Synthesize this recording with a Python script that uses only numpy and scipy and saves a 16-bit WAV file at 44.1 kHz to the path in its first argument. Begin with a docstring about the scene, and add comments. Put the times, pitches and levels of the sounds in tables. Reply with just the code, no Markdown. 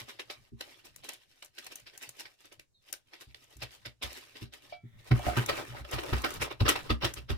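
"""Plastic film rustles and snaps in short bursts as hands smooth a bag of nuts on a kitchen counter;
then a wooden rolling pin is set down with a knock and pushed over it, and the nuts crunch.
Film and nuts are bursts of coloured noise in three ranges: body, snap and fizz. The counter thuds and
the pin knocks as sums of decaying modes. Moving hands and pin add low rumble, the brushing pin a breathy
rub; a faint fuzzy squeak is a pair of tones. A little room and quiet air surround it all."""
import sys
import numpy as np
from scipy import signal
from scipy.fft import rfft, irfft, next_fast_len
from scipy.io import wavfile
from scipy.ndimage import uniform_filter1d, map_coordinates

SR = 44100
rng = np.random.default_rng(int(sys.argv[2]) if len(sys.argv) > 2 else 0)


def log_audio(samples):
    """Write samples as a 16-bit WAV file to the path given in sys.argv[1]."""
    # one column per channel
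    frames = np.atleast_2d(samples).T
    # limit to full scale, then quantise
    limited = np.clip(frames, -1, 1)
    pcm = np.round(limited * 32767).astype(np.int16)
    wavfile.write(sys.argv[1], SR, pcm)


def field_ratio(decibels):
    """Amplitude ratio for a level in dB (20 dB per decade); scalars and array-likes work."""
    return 10 ** (np.asarray(decibels, dtype=float) / 20)


N = 325017

# colour of the quiet air: f/Hz, relative density/dB
AIR_COLOUR = [(25, 13), (110, -14), (220, -3), (400, -3.5), (1200, -16), (3500, -19), (6500, -12),
              (16000, -27)]
# decay of the kitchen: f/Hz, t60/s
KITCHEN_DECAY = [(200, 0.2), (10000, 0.12)]
# a faint falling squeak: t/s, f/Hz, level/dB
SQUEAK_PATH = [(2.73, 3770, -99), (2.75, 3780, -69), (2.82, 3550, -81), (2.85, 3400, -99)]
# breathy bands of the pin brushing the film: f/Hz, relative density/dB
BRUSH_COLOUR = [(1500, -11.5), (2100, 2), (2750, -18), (3500, -5), (4400, -25)]
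# hands and pin moving over the counter: t/s, rumble level/dB
DRAG_PATH = [(0, -69.5), (.95, -68.5), (1.2, -79.5), (3.1, -75), (4.4, -71.5), (5.05, -65.5), (5.14, -48),
             (5.7, -53), (5.9, -52), (7.37, -57)]
# colour of that rumble: f/Hz, relative density/dB
RUMBLE_COLOUR = [(20, -2.5), (60, 0), (120, 3.5), (280, -16), (400, -60)]
# palms and pin pressing the counter: t/s, level/dB, extra level of the deep modes/dB (6 more is added)
THUD_HITS = [(0.009, -53, -7), (0.521, -38.5, -17), (2.071, -60, -19), (3.271, -56.5, 0.5),
             (3.561, -53, 4.5), (3.619, -47, -1.5), (3.859, -51.5, -3), (4.037, -48, 2.5),
             (4.416, -37.5, -8), (4.836, -40.5, -37), (5.11, -16, -13.5), (5.261, -27, -4),
             (5.369, -21.5, -22), (5.802, -47, 2.5), (5.935, -33, -3.5), (6.125, -26.5, -0.5),
             (6.401, -38, -2.5), (6.608, -21, 0), (6.902, -25, 0), (7.03, -33.5, -3.5), (7.17, -48.5, 3.5),
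             (7.299, -30.5, 1)]
# modes of the counter: f/Hz, relative level/dB, t60/s
COUNTER_MODES = [(61.2, -3.5, 0.52), (89.2, -5, 0.49), (121, 0, 0.28), (162.5, -8, 0.13),
                 (230.2, -7.5, 0.28), (311.6, -9, 0.13), (394.3, -14.5, 0.18)]
# the pin bumping the counter: t/s, level/dB, hardness as extra level of the upper modes/dB
PIN_KNOCKS = [(4.726, -38.5, -14.5), (5.195, -38, -18), (5.268, -27.5, -34), (5.284, -26.5, -39)]
# modes of the wooden pin: f/Hz, relative level/dB, t60/s
PIN_MODES = [(618, -1.5, 0.073), (714, 2.5, 0.13), (795, -2, 0.035), (1353, -16.5, 0.74), (2302, 7, 0.22),
             (3290, -6, 0.19), (4700, -20, 0.32)]
# film and nuts sliding under hand or pin: start t/s, length/s, start level/dB, end level/dB
BAG_SLIDES = [(0, 0.071, -46.5, -67), (0.08, 0.39, -69.5, -68), (0.615, .18, -58, -66),
              (0.955, 0.17, -70, -60), (1.184, 0.25, -70.5, -68.5), (1.575, 0.53, -62, -68.5),
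              (2.167, 0.12, -58.5, -65.5), (2.414, 0.09, -60.5, -72), (2.834, 0.061, -76.5, -60.5),
              (3.077, 0.14, -76.5, -63.5), (3.288, 0.324, -73.5, -64.5), (3.72, 0.18, -52, -78.5),
              (4.076, 0.35, -47, -65.5), (4.582, 0.12, -73.5, -59), (4.994, 0.081, -68.5, -62.5),
              (5.155, 0.32, -49, -48), (5.513, 0.3, -45.5, -56.5), (5.896, 0.46, -52, -49),
              (6.622, 0.28, -62, -57), (7.066, 0.15, -62, -62)]
# snaps of film and crunches of nuts: peak t/s, snap level/dB, fizz level relative to snap/dB, length/s
BAG_CRACKS = [(.095, -46.5, -6.5, 0.015), (0.199, -38.5, -8, 0.007), (0.304, -39.5, -12.5, .0062),
              (.611, -37.5, -6, 0.0045), (0.858, -54, -0.5, 0.019), (1.047, -51, -3.5, 0.018),
              (1.092, -39, -4.5, 0.0072), (1.427, -43, -5.5, 0.0032), (1.586, -44, -4.5, 0.006),
              (1.668, -43.5, 0, 0.0038), (1.722, -49.5, -3, 0.011), (1.872, -49.5, -14, 0.01),
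              (2.029, -49, -0.5, 0.022), (2.202, -46, 0.5, 0.013), (2.259, -48.5, -25, 0.007),
              (2.451, -56, -29, 0.0088), (2.527, -53.5, -4, 0.01), (2.597, -52.5, -1, 0.0032),
              (2.939, -40, -15, 0.0031), (3.141, -53, -10, 0.015), (3.216, -54.5, 1.5, 0.012),
              (3.347, -44, -16, 0.0017), (3.627, -37.5, -9, 0.011), (3.86, -39.5, -12, 0.0086),
              (4.032, -34.5, -8, 0.012), (4.364, -50.5, -13, .014), (4.427, -50.5, -7, 0.015),
              (4.538, -50.5, -1, 0.015), (4.734, -53, -45, 0.01), (5.117, -32.5, -32, 0.0063),
              (5.277, -41.5, -8, 0.03), (5.376, -33.5, -7.5, 0.011), (5.496, -29, -13, 0.0096),
              (5.767, -50.5, -26, 0.016), (5.85, -46, -19, 0.0044), (5.936, -37.5, -7.5, 0.02),
              (5.988, -35.5, -30, 0.0051), (6.036, -48, -2, 0.0052), (6.134, -31, -30, 0.0054),
              (6.247, -26, -18, 0.0068), (6.425, -32, -6.5, 0.021), (6.513, -40.5, -15, 0.0084),
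              (6.609, -34, -27, 0.0071), (6.663, -31, -45, 0.011), (6.691, -24, -1, 0.011),
              (6.761, -33, -13, 0.0095), (6.906, -31, -26, .0097), (7.029, -32.5, -40, .014),
              (7.05, -29.5, -6.5, 0.0086), (7.172, -50.5, -19, 0.0095), (7.305, -38.5, -10.5, 0.016)]
# thin ticks of creasing film: t/s, level/dB
FILM_TICKS = [(0.9602, -38.5), (1.134, -43), (1.446, -40.5), (1.7554, -31), (1.9762, -34.5), (2.0906, -33),
              (2.4546, -46.5), (2.9265, -25), (3.5674, -41), (5.46, -26.5), (5.912, -32.5), (6.3045, -29),
              (6.339, -30), (7.1372, -27)]
# share of body, snap and fizz in a tick: relative level/dB
TICK_SHARES = [-28, -24.5, -7]
# colour of the crunch's body: f/Hz, relative density/dB
BODY_COLOUR = [(150, -53), (260, -3.5), (450, -6), (1300, -10), (1900, -75)]
# colour of snapping film: f/Hz, relative density/dB
SNAP_COLOUR = [(800, -53.5), (1500, -4), (2800, -2), (5600, -7), (6300, -39)]
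# duller colour of nuts breaking under the pin: f/Hz, relative density/dB
CRUSH_COLOUR = [(700, -24), (1300, 3.5), (3000, -3.5), (6000, -24.5)]
# colour of the fizzing treble: f/Hz, relative density/dB
FIZZ_COLOUR = [(5000, -13), (5900, -2.5), (11000, -7), (15500, -11.5), (16200, -40)]


def unit(x):
    """Scales a sound to rms 1."""
    return x / np.sqrt(np.mean(x ** 2) + 1e-20)


def along(points, hz):
    """Reads a curve of (f/Hz, value) points on a log frequency axis."""
    f, value = np.transpose(points)
    return np.interp(np.log(hz + 1), np.log(f + 1), value)


def curves(rows):
    """Draws one value per sample for each column after the time."""
    s, *columns = np.transpose(rows)
    return [np.interp(np.arange(N) / SR, s, column) for column in columns]


def wobble(rate):
    """A smooth random curve with rate knots a second."""
    knots = np.arange(N) * rate / SR
    return map_coordinates(rng.standard_normal(N // 20), [knots])


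def noise(colour, alike, grain_db, rate, patchy_db):
    """Stereo coloured noise, rms 1: its size varies from grain to grain, brief resonances come and go."""
    _, _, z = signal.stft(rng.standard_normal((2, N)), SR, nperseg=512)
    patches = uniform_filter1d(rng.standard_normal(z.shape[1:]), size=4, axis=0)
    patches = unit(uniform_filter1d(patches, size=5, axis=1))
    patchy = signal.istft(z * field_ratio(patchy_db * patches), nperseg=512)[1][:, :N]
    a, b = patchy * field_ratio(grain_db * wobble(rate))
    # alike is the left-right likeness: 0 unrelated, 1 the same
    turn = np.arccos(np.clip(alike, 0, 1)) / 2
    middle, side = np.cos(turn) * a, np.sin(turn) * b
    pair = np.array([middle + side, middle - side])
    m = next_fast_len(N + 8192)
    gain = field_ratio(along(colour, np.fft.rfftfreq(m, 1 / SR)))
    return unit(irfft(rfft(pair, m) * gain, m)[:, :N])


def add(track, s, sound):
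    """Mixes a sound into a track at time s."""
    part = track[..., max(round(s * SR), 0):][..., :sound.shape[-1]]
    part += sound[..., :part.shape[-1]]


def ring(modes, t, scatter_db):
    """Sums decaying modes at new strengths; each reaches the two microphones with its own phase."""
    hz, db, t60 = np.transpose(modes)[:, None, :, None]
    draw = rng.uniform(-0.68, 1, (3, len(modes), 1))
    phase = 2 * draw[0] + 0.8 * draw[1] * np.array([1, -1])[:, None, None]
    decay = field_ratio(db + scatter_db * draw[2] - 60 * t / t60)
    return np.sum(decay * np.sin(2 * np.pi * hz * t + phase), axis=1)


def quiet_air():
    """The air of the room as a steady bed of very quiet coloured noise."""
    return field_ratio(-80.5) * noise(AIR_COLOUR, 0, grain_db=1, rate=20, patchy_db=1)


def kitchen(x):
    """The room's answer as a noise tail in which each frequency dies at its own speed."""
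    hz, t, z = signal.stft(rng.standard_normal((2, SR // 2)), SR, nperseg=256)
    decay = field_ratio(-60 * t / along(KITCHEN_DECAY, hz)[:, None])
    tail = signal.istft(z * decay, SR, nperseg=256)[1]
    return signal.fftconvolve(x, tail / np.linalg.norm(tail[0]), axes=1)[:, :N]


def squeak():
    """A tone made fuzzy by fast pitch wobble, with a weaker partner above it."""
    hz, db = curves(SQUEAK_PATH)
    fuzz_hz = 90 * np.array([wobble(210), wobble(230)])
    turn = 2 * np.pi * np.cumsum(hz * [[1], [1.15]] + fuzz_hz, axis=1) / SR
    # the two channels hear each tone at different phases
    tone = np.sin(turn[0] + [[0], [1.5]])
    partner = 0.8 * np.sin(turn[1] + [[1.5], [0]])
    return field_ratio(db) * (tone + partner)


def brush():
    """The pin brushing the film: a soft banded rub that swells and fades."""
    start_s, end_s, level_db = 4.8, 5.6, -66.5
    u = np.clip((np.arange(N) / SR - start_s) / (end_s - start_s), 0, 1)
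    rub = noise(BRUSH_COLOUR, 0, grain_db=-1.5, rate=34, patchy_db=-1)
    return field_ratio(level_db) * np.sin(np.pi * u) ** 0.5 * rub


def drag():
    """Hands and pin moving over the counter make it rumble in lumps of low noise."""
    lumps_db = 3 * wobble(15)
    rumble = noise(RUMBLE_COLOUR, 0.5, grain_db=5, rate=20, patchy_db=1)
    return field_ratio(curves(DRAG_PATH)[0] + lumps_db) * rumble


def thuds():
    """A soft push rings the counter for a few cycles until hand or pin damps it."""
    out, t = np.zeros((2, N)), np.arange(SR // 4) / SR
    push = 1 - np.exp(-(t / 0.0087) ** 2)
    damping = 0.14 + 0.99 / (1 + (t / 0.045) ** 4)
    for s, db, deep_db in THUD_HITS:
        modes = [(hz, level + (deep_db + 6) * (hz < 100), t60) for hz, level, t60 in COUNTER_MODES]
        add(out, s - 0.004, field_ratio(db) * push * damping * ring(modes, t, scatter_db=6.5))
    return out


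def pin():
    """The wooden pin rings at its own modes; a harder contact wakes the upper ones."""
    out, t = np.zeros((2, N)), np.arange(SR // 4) / SR
    contact = 1 - np.exp(-t / 0.001)
    for s, db, hard_db in PIN_KNOCKS:
        modes = [(hz, level + hard_db * (hz > 1000), t60) for hz, level, t60 in PIN_MODES]
        add(out, s - 0.002, field_ratio(db) * contact * ring(modes, t, scatter_db=2.5))
    return out


def slides():
    """Size of the rustle: every slide starts, drifts in level and stops."""
    start_db_per_s, stop_db_per_s = 506, 331
    start, length, first_db, last_db = np.transpose(BAG_SLIDES)[:, :, None]
    clock = np.arange(0, N + 64, 64) / SR
    t = clock - start
    db = first_db + (last_db - first_db) * np.clip(t / length, 0, 1)
    db = db + start_db_per_s * np.minimum(t, 0) - stop_db_per_s * np.maximum(t - length, 0)
    return np.interp(np.arange(N) / SR, clock, field_ratio(db).sum(0))


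def burst(t, length):
    """Grain size through one crack, which peaks at t = 0: a quick swell, a slower fall."""
    u = t / max(length, 0.002)
    return np.where(u < 0, np.exp(-1.5 * u * u), np.exp(-0.8 * np.abs(u)))


def crackle():
    """Sizes of body, snap and fizz through cracks and ticks, and the bag's rustle as it slides and settles."""
    settle_db, settle_db_per_s = -19, 273.5  # starts under the crack's peak, then fades
    tick_s = 0.0019
    size, rustle = np.zeros((3, N)), slides()
    t = np.arange(-SR // 20, SR // 5) / SR
    for s, db, fizz_db, length in BAG_CRACKS:
        swell = burst(t, length)
        fizz_swell = field_ratio(fizz_db) * burst(t, 0.67 * length)  # briefest in the treble
        add(size, s + t[0], field_ratio(db) * np.array([swell, swell, fizz_swell]))
        add(rustle, s + t[0], (t > 0) * field_ratio(db + settle_db - settle_db_per_s * t))
    for s, db in FILM_TICKS:
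        add(size, s + tick_s + t[0], field_ratio(db + np.c_[TICK_SHARES]) * burst(t, tick_s))
    return size, rustle


def bag():
    """Film and nuts as grainy noise in three ranges; the rumble level sets body and how far nuts dull the snap."""
    size, rustle = crackle()
    rumble_db = curves(DRAG_PATH)[0]
    weight_db = 15.5 + 0.3021 * rumble_db  # body grows with the weight on the counter
    nuts = 1 / (1 + field_ratio(-54 - rumble_db) ** 2)  # share of snap power, half at -54 dB of rumble
    stray_db = 7 * np.maximum(wobble(150) - 1, 0)  # stray ticks in the rustling treble
    even_db = np.zeros(N)
    tilt_db = np.array([even_db, even_db, stray_db - 6.5 - 4 * nuts])
    size = size + rustle * field_ratio(3.43 * wobble(35) + tilt_db)
    body = noise(BODY_COLOUR, 0, grain_db=2.5, rate=300, patchy_db=3.5)
    film = noise(SNAP_COLOUR, 0, grain_db=3, rate=500, patchy_db=3)
    crush = noise(CRUSH_COLOUR, 0, grain_db=3.5, rate=400, patchy_db=4)
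    snap = np.sqrt(1 - nuts) * film + np.sqrt(nuts) * crush
    fizz = noise(FIZZ_COLOUR, 0, grain_db=2.5, rate=370, patchy_db=0.5)
    fizz = fizz * field_ratio([[1.5], [-1.5]])  # leans to the left
    return field_ratio(weight_db) * size[0] * body + size[1] * snap + size[2] * fizz


def scene():
    """Mixes the close sounds with a little room and the quiet air."""
    near = bag() + drag() + thuds() + pin() + brush() + squeak()
    return near + field_ratio(-7.5) * kitchen(near) + quiet_air()


def roll_off(x):
    """The treble ends steeply here."""
    return signal.sosfilt(signal.butter(12, 16820, fs=SR, output="sos"), x)


def record(dry):
    """Passes the finished mix on to the output."""
    return roll_off(dry)


dry = scene()
out = record(dry)
log_audio(out)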